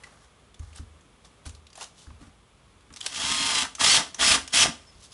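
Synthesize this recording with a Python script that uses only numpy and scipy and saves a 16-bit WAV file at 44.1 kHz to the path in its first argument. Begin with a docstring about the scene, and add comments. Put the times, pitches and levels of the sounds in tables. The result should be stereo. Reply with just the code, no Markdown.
"""Faint background noise and light handling first: clicks, scrapes and dull thumps as hands set a bit on a screw.
Then four short trigger pulls of a cordless screwdriver, close by in a small workshop; a thin squeak near the end.
Clicks are filtered noise bursts, rubs swelling gritty noise, thumps damped low modes, some under the pulls.
The driver is throbbing gear noise, sine partials that follow the mesh rate, and a low growl of the board."""
import sys
import numpy as np
from scipy import signal
from scipy.fft import rfft, irfft, next_fast_len
from scipy.io import wavfile
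from scipy.ndimage import map_coordinates

SR = 44100
rng = np.random.default_rng(int(sys.argv[2]) if len(sys.argv) > 2 else 0)


def to_linear_factor(level_db):
    """Convert decibel levels (scalar or array-like) to linear amplitude factors."""
    exponent = np.asarray(level_db, float) / 20
    return 10 ** exponent


def to_wav(sig):
    """Store sig (one row per channel, or 1-D mono) as 16-bit WAV at the path in sys.argv[1].

    Samples outside -1..1 are clipped; the rate is SR.
    """
    pcm = np.clip(np.atleast_2d(sig), -1, 1) * 32767
    pcm = np.round(pcm).astype(np.int16)
    wavfile.write(sys.argv[1], SR, pcm.T)  # frames by channels


N = 226277

# background noise spectrum: (frequency [Hz], relative density [dB])
AIR_SPECTRUM = [(15, -37), (25, -37), (49, 7.5), (135, -1), (194, -2), (331, -8.5), (428, -6), (695, -11.5),
                (1190, -13), (1980, -16.5), (2200, -14.5), (5110, -22.5), (10500, -24.5), (11300, -36),
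                (14700, -48), (22000, -120)]
# faint noise humps in the background, with a narrow hiss band near 10.9 kHz:
# (frequency [Hz], width [Hz], height [dB])
BACKGROUND_HUMPS = [(1150, 300, 4), (3400, 500, 4), (10900, 250, 12)]
# decay of the workshop: (frequency [Hz], t60 [s])
ROOM_DECAY = [(150, 0.58), (1000, 0.27), (4000, 0.27), (10000, 0.25)]
# dull low thumps of the bench, and a few low bumps in the bass under the first pull: (time [s], relative level
# [dB], knock against bench [dB])
THUMPS = [(0.595, -31.5, -21), (0.792, -34.5, -10), (1.047, -62.5, 6), (1.46, -34.5, -11),
          (2.07, -39.5, -12.5), (2.1, -42.5, -13), (2.21, -46, 0), (2.268, -49.5, -2), (2.903, -50, -1.5),
          (3.235, -44, 3), (3.3, -48, 9), (3.4, -49, 10), (4.304, -35.5, -8), (4.677, -44.5, 13),
          (4.952, -51, -19)]
# low bench modes: (frequency [Hz], relative level [dB], t60 [s])
BENCH_MODES = [(51.7, -3, 0.37), (66.8, 9.5, 0.13), (75.6, 1, 0.51), (82.3, -1, 0.36), (99.4, -1, .25)]
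# higher modes of sharper thumps: (frequency [Hz], relative level [dB], t60 [s])
KNOCK_MODES = [(161, 6.5, 0.082), (231, 2, 0.21), (278, 6, 0.1)]
# fingers and cloth rub: (time of peak [s], rise [s], fall [s], scrape level [dB], scuff level [dB]);
# over one rise or fall the scrape changes by 20 dB, the scuff by 15 dB
RUBS = [(.06, .1, .16, -58, -53), (.24, .1, .1, -60, -61), (.63, .05, .25, -59, -58),
        (.778, .035, .035, -45, -55), (1.254, .015, .03, -49, -56), (1.46, .01, .058, -42, -50),
        (1.558, .03, .025, -58, -70), (1.762, .01, .04, -52, -62), (1.824, .045, .042, -35.5, -42),
        (1.981, .02, .2, -52, -68), (2.035, .2, .025, -57, -70), (2.216, .015, .1, -60, -53),
        (3.06, .085, .1, -39, -46), (4.87, .2, .3, -64, -68), (5.048, .08, .05, -46, -62),
        (5.128, .025, .05, -45, -58)]
# bright scrape spectrum: (frequency [Hz], relative density [dB])
SCRAPE_SPECTRUM = [(2000, -16), (3000, 2.5), (6000, 2.5), (10000, -4.5), (11200, -1)]
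# dull scuff spectrum: (frequency [Hz], relative density [dB])
SCUFF_SPECTRUM = [(350, -8), (700, 1), (1200, -1.5), (1900, -4), (2800, -14.5)]
# squeak track: (time [s], frequency [Hz], relative level [dB])
SQUEAK_TRACK = [(4.86, 5331, -78), (4.874, 5290, -56), (4.894, 5230, -59), (4.91, 5100, -53)]
# dry ticks of bit, screw and trigger: (time [s], relative level [dB], pitch [Hz])
TICKS = [(0.543, -34, 3490), (0.5931, -34.5, 6400), (0.7292, -35, 2420), (0.7582, -29, 8150),
         (0.781, -36.5, 4230), (1.008, -44, 6200), (1.247, -36.5, 3500), (1.462, -24.5, 8920),
         (1.4927, -28, 6560), (1.5483, -34.5, 3950), (1.6673, -34, 3340), (1.701, -40, 4720),
         (1.729, -33.5, 4710), (1.7534, -29.5, 6760), (1.7743, -29, 8630), (1.8091, -23, 2750),
         (1.8394, -24.5, 5450), (2.268, -42, 2500), (2.807, -42, 1540), (2.925, -35, 6830),
         (2.9374, -28.5, 5300), (2.9609, -23.5, 5880), (2.9682, -22.5, 3750), (3.0055, -22, 7120),
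         (3.0617, -6, 3870), (3.298, -14, 2000), (3.6498, -15, 1920), (3.7504, -18, 5950),
         (3.8092, -13, 3180), (3.8624, -15, 3200), (4.144, -18, 5750), (4.476, -17.5, 5300)]
# contacts that ring on one pitch: (time [s], relative level [dB], pitch [Hz])
PINGS = [(0.0356, -23, 1990), (0.0412, -27, 1940), (2.215, -36, 2690), (3.01, -16, 3240),
         (3.0273, -24, 3220), (3.047, -24.5, 3260), (3.065, -17, 3370), (4.2111, -4, 3180),
         (4.9509, -45, 4870), (5.1194, -39, 4930)]
# hollow knocks of the tool body: (time [s], relative level [dB], pitch [Hz])
BODY_KNOCKS = [(0.5931, -30, 1200), (0.783, -20, 1320), (1.456, -28, 1500), (1.777, -16, 750),
               (1.8091, -12, 1050), (1.818, -11, 900), (2.068, -30, 1400), (2.1024, -22, 1000),
               (2.903, -20, 1200), (3.6498, -8, 1000), (3.7824, -16, 1200), (3.8092, 2, 1200),
               (3.8624, -2, 1200), (4.2111, -8, 1200)]
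# trigger pulls: (press [s], rise constant [s], let go [s], fall constant [s],
# relative rattle level [dB], swell as the screw seats [dB])
PULLS = [(3.08, .055, 3.625, .06, -26.2, 1.5), (3.788, .012, 3.975, .075, -17.8, 0),
         (4.182, .013, 4.347, .052, -17.3, 0), (4.522, .011, 4.642, .058, -17.2, 0)]
# speed arch of each pull: (time of top speed [s], top gear mesh [Hz], up from rest [s], down to rest [s])
SPEED_ARCHES = [(3.31, 1066, .25, 1.25), (3.928, 3125, .125, .115), (4.297, 2645, .085, .075),
                (4.605, 3045, .09, .086)]
# whine partials: (multiple of the mesh, then level against the rattle in pulls 1, 2, 3, 4 [dB])
WHINE_PARTIALS = [(.26, -22, -28, -28, -28), (.873, -15, -13, -18, -18), (1, -14, -11, -10, -6),
                  (1.168, -13, -20, -14, -15), (1.46, -22, -3, -20, -13), (2, -13, -6, -3, -4),
                  (2.72, -20, -14, -22, -20), (3.06, -10, -24, -24, -24), (3.2, -20, -14, -26, -26),
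                  (3.52, -22, -28, -24, -16), (3.8, -24, -30, -13, -28), (3.915, -10, -30, -18, -30),
                  (4.92, -10, -40, -40, -40)]
# gear rattle spectrum: (frequency [Hz], relative density [dB])
RATTLE_SPECTRUM = [(710, -28), (1200, -12), (2530, -3.5), (3200, -2), (3790, -3), (5160, -3.5), (6510, -6),
                   (10200, -9.5), (11200, -16), (14600, -60), (22000, -120)]
# tool housing resonances: (frequency [Hz], width [Hz], height [dB])
HOUSING = [(1190, 50, 8), (2050, 90, 4), (2750, 80, 4), (3270, 240, 7), (5280, 160, 5), (5900, 70, 5),
           (6900, 200, 4), (7800, 80, 4), (8410, 90, 7), (9880, 140, 5)]
# growl spectrum: (frequency [Hz], relative density [dB])
GROWL_SPECTRUM = [(35, -36), (65, -11), (160, -13.5), (272, -10.5), (368, -18.5), (587, -15.5),
                  (702, -10.5), (1600, -9.5), (2080, -10), (3520, -120)]
# board resonances: (frequency [Hz], width [Hz], height [dB])
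BOARD = [(250, 110, 3), (430, 50, 5), (665, 35, 9), (890, 30, 8), (1190, 45, 8)]

TOP_HZ = 11120  # band limit
AIR_DB = -58
TICK_T60_S, PING_T60_S, KNOCK_T60_S = .027, .021, .032
TICK_FOCUS_DB, PING_FOCUS_DB, TICK_BODY_DB = 6, 17, -6  # gains of pitch and tool body beside the crack
TEETH = 11
RISE_DB, FALL_DB, FADE_DB_PER_S = 30, 38, 35  # depth of rise and fall, fade after let go
SEAT_LEAD_S, SEAT_WIDTH_S, SEAT_GROWL = .05, .09, 2.2  # swell: lead on let go, width, extra share in growl
MIN_SPEED_SHARE = .1
GROWL_DB, LABOUR_DB = -12.5, 6.5  # against the rattle at top speed; rise towards rest
COAST_DB, COAST_S, LINGER_DB = 8.5, .03, 6  # growl hump after let go, its time, lasting rise


def unit(x):
    """Scaled to rms 1."""
    return x / np.sqrt(np.mean(x ** 2) + 1e-20)


def along(points, hz):
    """(frequency [Hz], value) points interpolated on a log axis."""
    f, v = np.transpose(points)
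    return np.interp(np.log(hz + 1), np.log(f + 1), v)


def wobble(knots_per_s):
    """A smooth random curve through normally distributed knots."""
    knots = rng.standard_normal(int(N * knots_per_s / SR) + 4)
    return map_coordinates(knots, [np.arange(N) * knots_per_s / SR])


def filtered(x, response):
    """x times a response of frequency."""
    m = next_fast_len(N + SR // 2)
    return irfft(rfft(x, m) * response(np.fft.rfftfreq(m, 1 / SR)), m)[..., :N]


def coloured(x, spectrum, peaks=()):
    """x through a spectrum with resonant humps, rms 1."""
    def response(f):
        humps_db = sum(db / (1 + (2 * (f - hz) / width_hz) ** 2) for hz, width_hz, db in peaks)
        return to_linear_factor(along(spectrum, f) + humps_db)
    return unit(filtered(x, response))


def gritty(grit_db, knots_per_s):
    """Noise whose size jumps quickly, as many tiny impacts do."""
    return rng.standard_normal(N) * to_linear_factor(grit_db * wobble(knots_per_s))


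def ring(t, hz, t60_s, attack_s):
    """One damped mode."""
    return np.sin(2 * np.pi * hz * t) * to_linear_factor(-60 * t / t60_s) * (1 - np.exp(-t / attack_s))


def air():
    """Background noise: nearly alike in both channels in the bass, looser above."""
    mid = coloured(gritty(1, 4.5), AIR_SPECTRUM, BACKGROUND_HUMPS)
    side = coloured(rng.standard_normal(N), AIR_SPECTRUM, BACKGROUND_HUMPS)
    side = filtered(side, lambda f: to_linear_factor(along([(60, -26), (600, -2.5), (8000, -6)], f)))
    return to_linear_factor(AIR_DB) * np.array([mid + side, mid - side])


def room(x):
    """The workshop's answer: stereo noise in which each frequency dies at its own speed."""
    hz, t, z = signal.stft(rng.standard_normal((2, SR // 2)), SR, nperseg=256)
    decay = to_linear_factor(-60 * t / along(ROOM_DECAY, hz)[:, None])
    tail = signal.istft(z * decay, SR, nperseg=256)[1]
    tail = 0.15 * tail[0] + tail * [[.4], [.8]]  # the channels share a little
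    tail = tail / np.linalg.norm(tail, axis=1)[:, None]
    delayed = np.pad(x, (300, 0))  # samples
    return signal.fftconvolve(delayed[None], tail, axes=1)[:, :N]


def thumps():
    """The bench sounds in close low modes that beat; sharper thumps add more of the higher knock modes."""
    out, t = np.zeros(N + SR), np.arange(SR // 2) / SR
    bench = sum(to_linear_factor(db) * ring(t, hz, t60_s, attack_s=0.014) for hz, db, t60_s in BENCH_MODES)
    knock = sum(to_linear_factor(db) * ring(t, hz, t60_s, attack_s=.002) for hz, db, t60_s in KNOCK_MODES)
    for s, db, sharp_db in THUMPS:
        start = round((s + .003) * SR)
        out[start:][:len(t)] += to_linear_factor(db - 2.5) * (bench + to_linear_factor(sharp_db) * knock)
    return out[:N]


def rubs():
    """Skin and plastic slide in tiny slips: a bright scrape over a duller scuff that swells and dies more slowly."""
    t = np.arange(N) / SR

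    def strokes(level_col, slope_db):
        total = np.zeros(N)
        for row in RUBS:
            peak_s, rise_s, fall_s = row[:3]
            distance = np.maximum((peak_s - t) / rise_s, (t - peak_s) / fall_s)
            total += to_linear_factor(row[level_col] - slope_db * distance)
        return total

    scrape = coloured(gritty(2, 300), SCRAPE_SPECTRUM)
    scuff = coloured(gritty(2.5, 150), SCUFF_SPECTRUM, HOUSING[:2])
    return strokes(3, slope_db=20) * scrape + strokes(4, slope_db=15) * scuff


def squeak():
    """One thin falling squeak: a gliding sine."""
    s, hz, db = np.transpose(SQUEAK_TRACK)
    t = np.arange(N) / SR
    edge = np.clip(np.minimum(t - s[0], s[-1] - t) / 0.0069, 0, 1)  # ramps in s
    phase = 2 * np.pi * np.cumsum(np.interp(t, s, hz)) / SR
    return edge * to_linear_factor(np.interp(t, s, db) + 4) * np.sin(phase)


def clicks():
    """Contacts as short bursts: a dry crack, more or less focused on a pitch, or a knock of the tool body."""
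    out, t = np.zeros(N + SR), np.arange(4096) / SR
    f = np.fft.rfftfreq(len(t), 1 / SR)

    def band(hz, q):
        return 1j * f * hz / q / (hz * hz - f * f + 1j * f * hz / q)

    crack = band(3700, 0.67) / (1 + 1j * f / 9000)
    tick_base = crack + to_linear_factor(TICK_BODY_DB) * band(1205, 6.9)
    contacts = [(s, db - 3.5, TICK_T60_S, tick_base + to_linear_factor(TICK_FOCUS_DB) * band(hz, 8.8)) for s, db, hz in TICKS]
    contacts += [(s, db - 9, PING_T60_S, crack + to_linear_factor(PING_FOCUS_DB) * band(hz, 8.8)) for s, db, hz in PINGS]
    contacts += [(s, db, KNOCK_T60_S, band(hz, 5.5)) for s, db, hz in BODY_KNOCKS]
    for s, db, t60_s, colour in contacts:
        envelope = to_linear_factor(-60 * t / t60_s) * (1 - np.exp(-t / .0016))
        burst = rng.standard_normal(len(t)) * envelope
        out[round(s * SR):][:len(t)] += to_linear_factor(db) * irfft(rfft(burst) * colour, len(t))
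    return out[:N]


def trigger():
    """Pull index, level [dB], speed as a share of the top, time since let go [s], seating swell [dB]."""
    t = np.arange(N) / SR
    starts_s = [row[0] - .03 for row in PULLS]
    pull = np.clip(np.searchsorted(starts_s, t) - 1, 0, None)
    press, rise, off, fall, db, seat_db = np.array(PULLS)[pull].T
    after_s = np.clip(t - off, 0, None)
    swell_db = seat_db * np.exp(-((t - off + SEAT_LEAD_S) / SEAT_WIDTH_S) ** 2)
    rise_db = -RISE_DB * np.exp(np.clip((press - t) / rise, None, .15))
    fall_db = -FALL_DB * (1 - np.exp(-after_s / fall)) - FADE_DB_PER_S * after_s
    mute_db = -60 * (t < PULLS[0][0] - rise)  # ahead of the first pull
    level_db = db + rise_db + swell_db + fall_db + mute_db
    peak, _, up, down = np.array(SPEED_ARCHES)[pull].T
    arch = 1 - ((t - peak) / np.where(t < peak, up, down)) ** 2
    return pull, level_db, np.clip(arch, MIN_SPEED_SHARE, 1), after_s, swell_db


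def driver():
    """Gear teeth rattle the housing, throbbing with the shaft; mesh partials whine; the screw shakes the board."""
    pull, level_db, share, after_s, swell_db = trigger()
    driven = np.exp(-after_s / COAST_S)
    mesh_hz = share * np.array(SPEED_ARCHES)[pull, 1] * (1 + .0015 * wobble(40))
    cycles = np.cumsum(mesh_hz) / SR
    shaft_phase = 2 * np.pi * cycles / TEETH
    throb = to_linear_factor(0.62 * np.sin(shaft_phase) + 0.4 * np.sin(shaft_phase / 7.0))
    rattle = coloured(gritty(1.8, 900) * throb * to_linear_factor(1.5 * wobble(90)), RATTLE_SPECTRUM, HOUSING)

    rough = .7 + mesh_hz / 2500  # the faster, the more broken the whine
    whine = np.zeros(N)
    for order, *pull_dbs in WHINE_PARTIALS:
        size = to_linear_factor(np.array(pull_dbs)[pull] + rough * wobble(35))
        tone = np.sin(2 * np.pi * order * cycles + .2 * rough * wobble(200))
        whine += size * tone * (order * mesh_hz < TOP_HZ)
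    # stands out only near the top speed of each pull
    whine = whine * share ** 4 * driven * to_linear_factor(swell_db)

    growl = coloured(gritty(2.5, 150), GROWL_SPECTRUM, BOARD)
    coast_db = COAST_DB * np.e * after_s / COAST_S
    growl_db = GROWL_DB + SEAT_GROWL * swell_db
    growl_db = growl_db + driven * (LABOUR_DB * (1 - share) + coast_db) + LINGER_DB * (1 - driven)
    return to_linear_factor(level_db) * (rattle + whine + to_linear_factor(growl_db) * growl)


def scene():
    """Near sounds, slightly to the right, with their room; its bass is thinned, as the bench has its own modes."""
    near = driver() + clicks() + rubs() + squeak()
    direct = near * to_linear_factor([[-1.2], [-.8]])
    reverb = to_linear_factor(-8) * room(filtered(near, lambda hz: hz / (hz + 150)))
    return direct + reverb + thumps() + air()


def band_limit(x):
    """A steep low-pass at the top of the band."""
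    return signal.sosfilt(signal.butter(12, 12340, fs=SR, output="sos"), x)


def record(dry):
    """The camera rounds off the tallest peaks and cuts steeply above its band limit."""
    soft = dry / (1 + np.abs(dry / .62) ** 4) ** (1 / 4)
    limited = filtered(soft, lambda hz: 1 / (1 + (hz / TOP_HZ) ** 130))
    return band_limit(limited)


dry = scene()
out = record(dry)
to_wav(out)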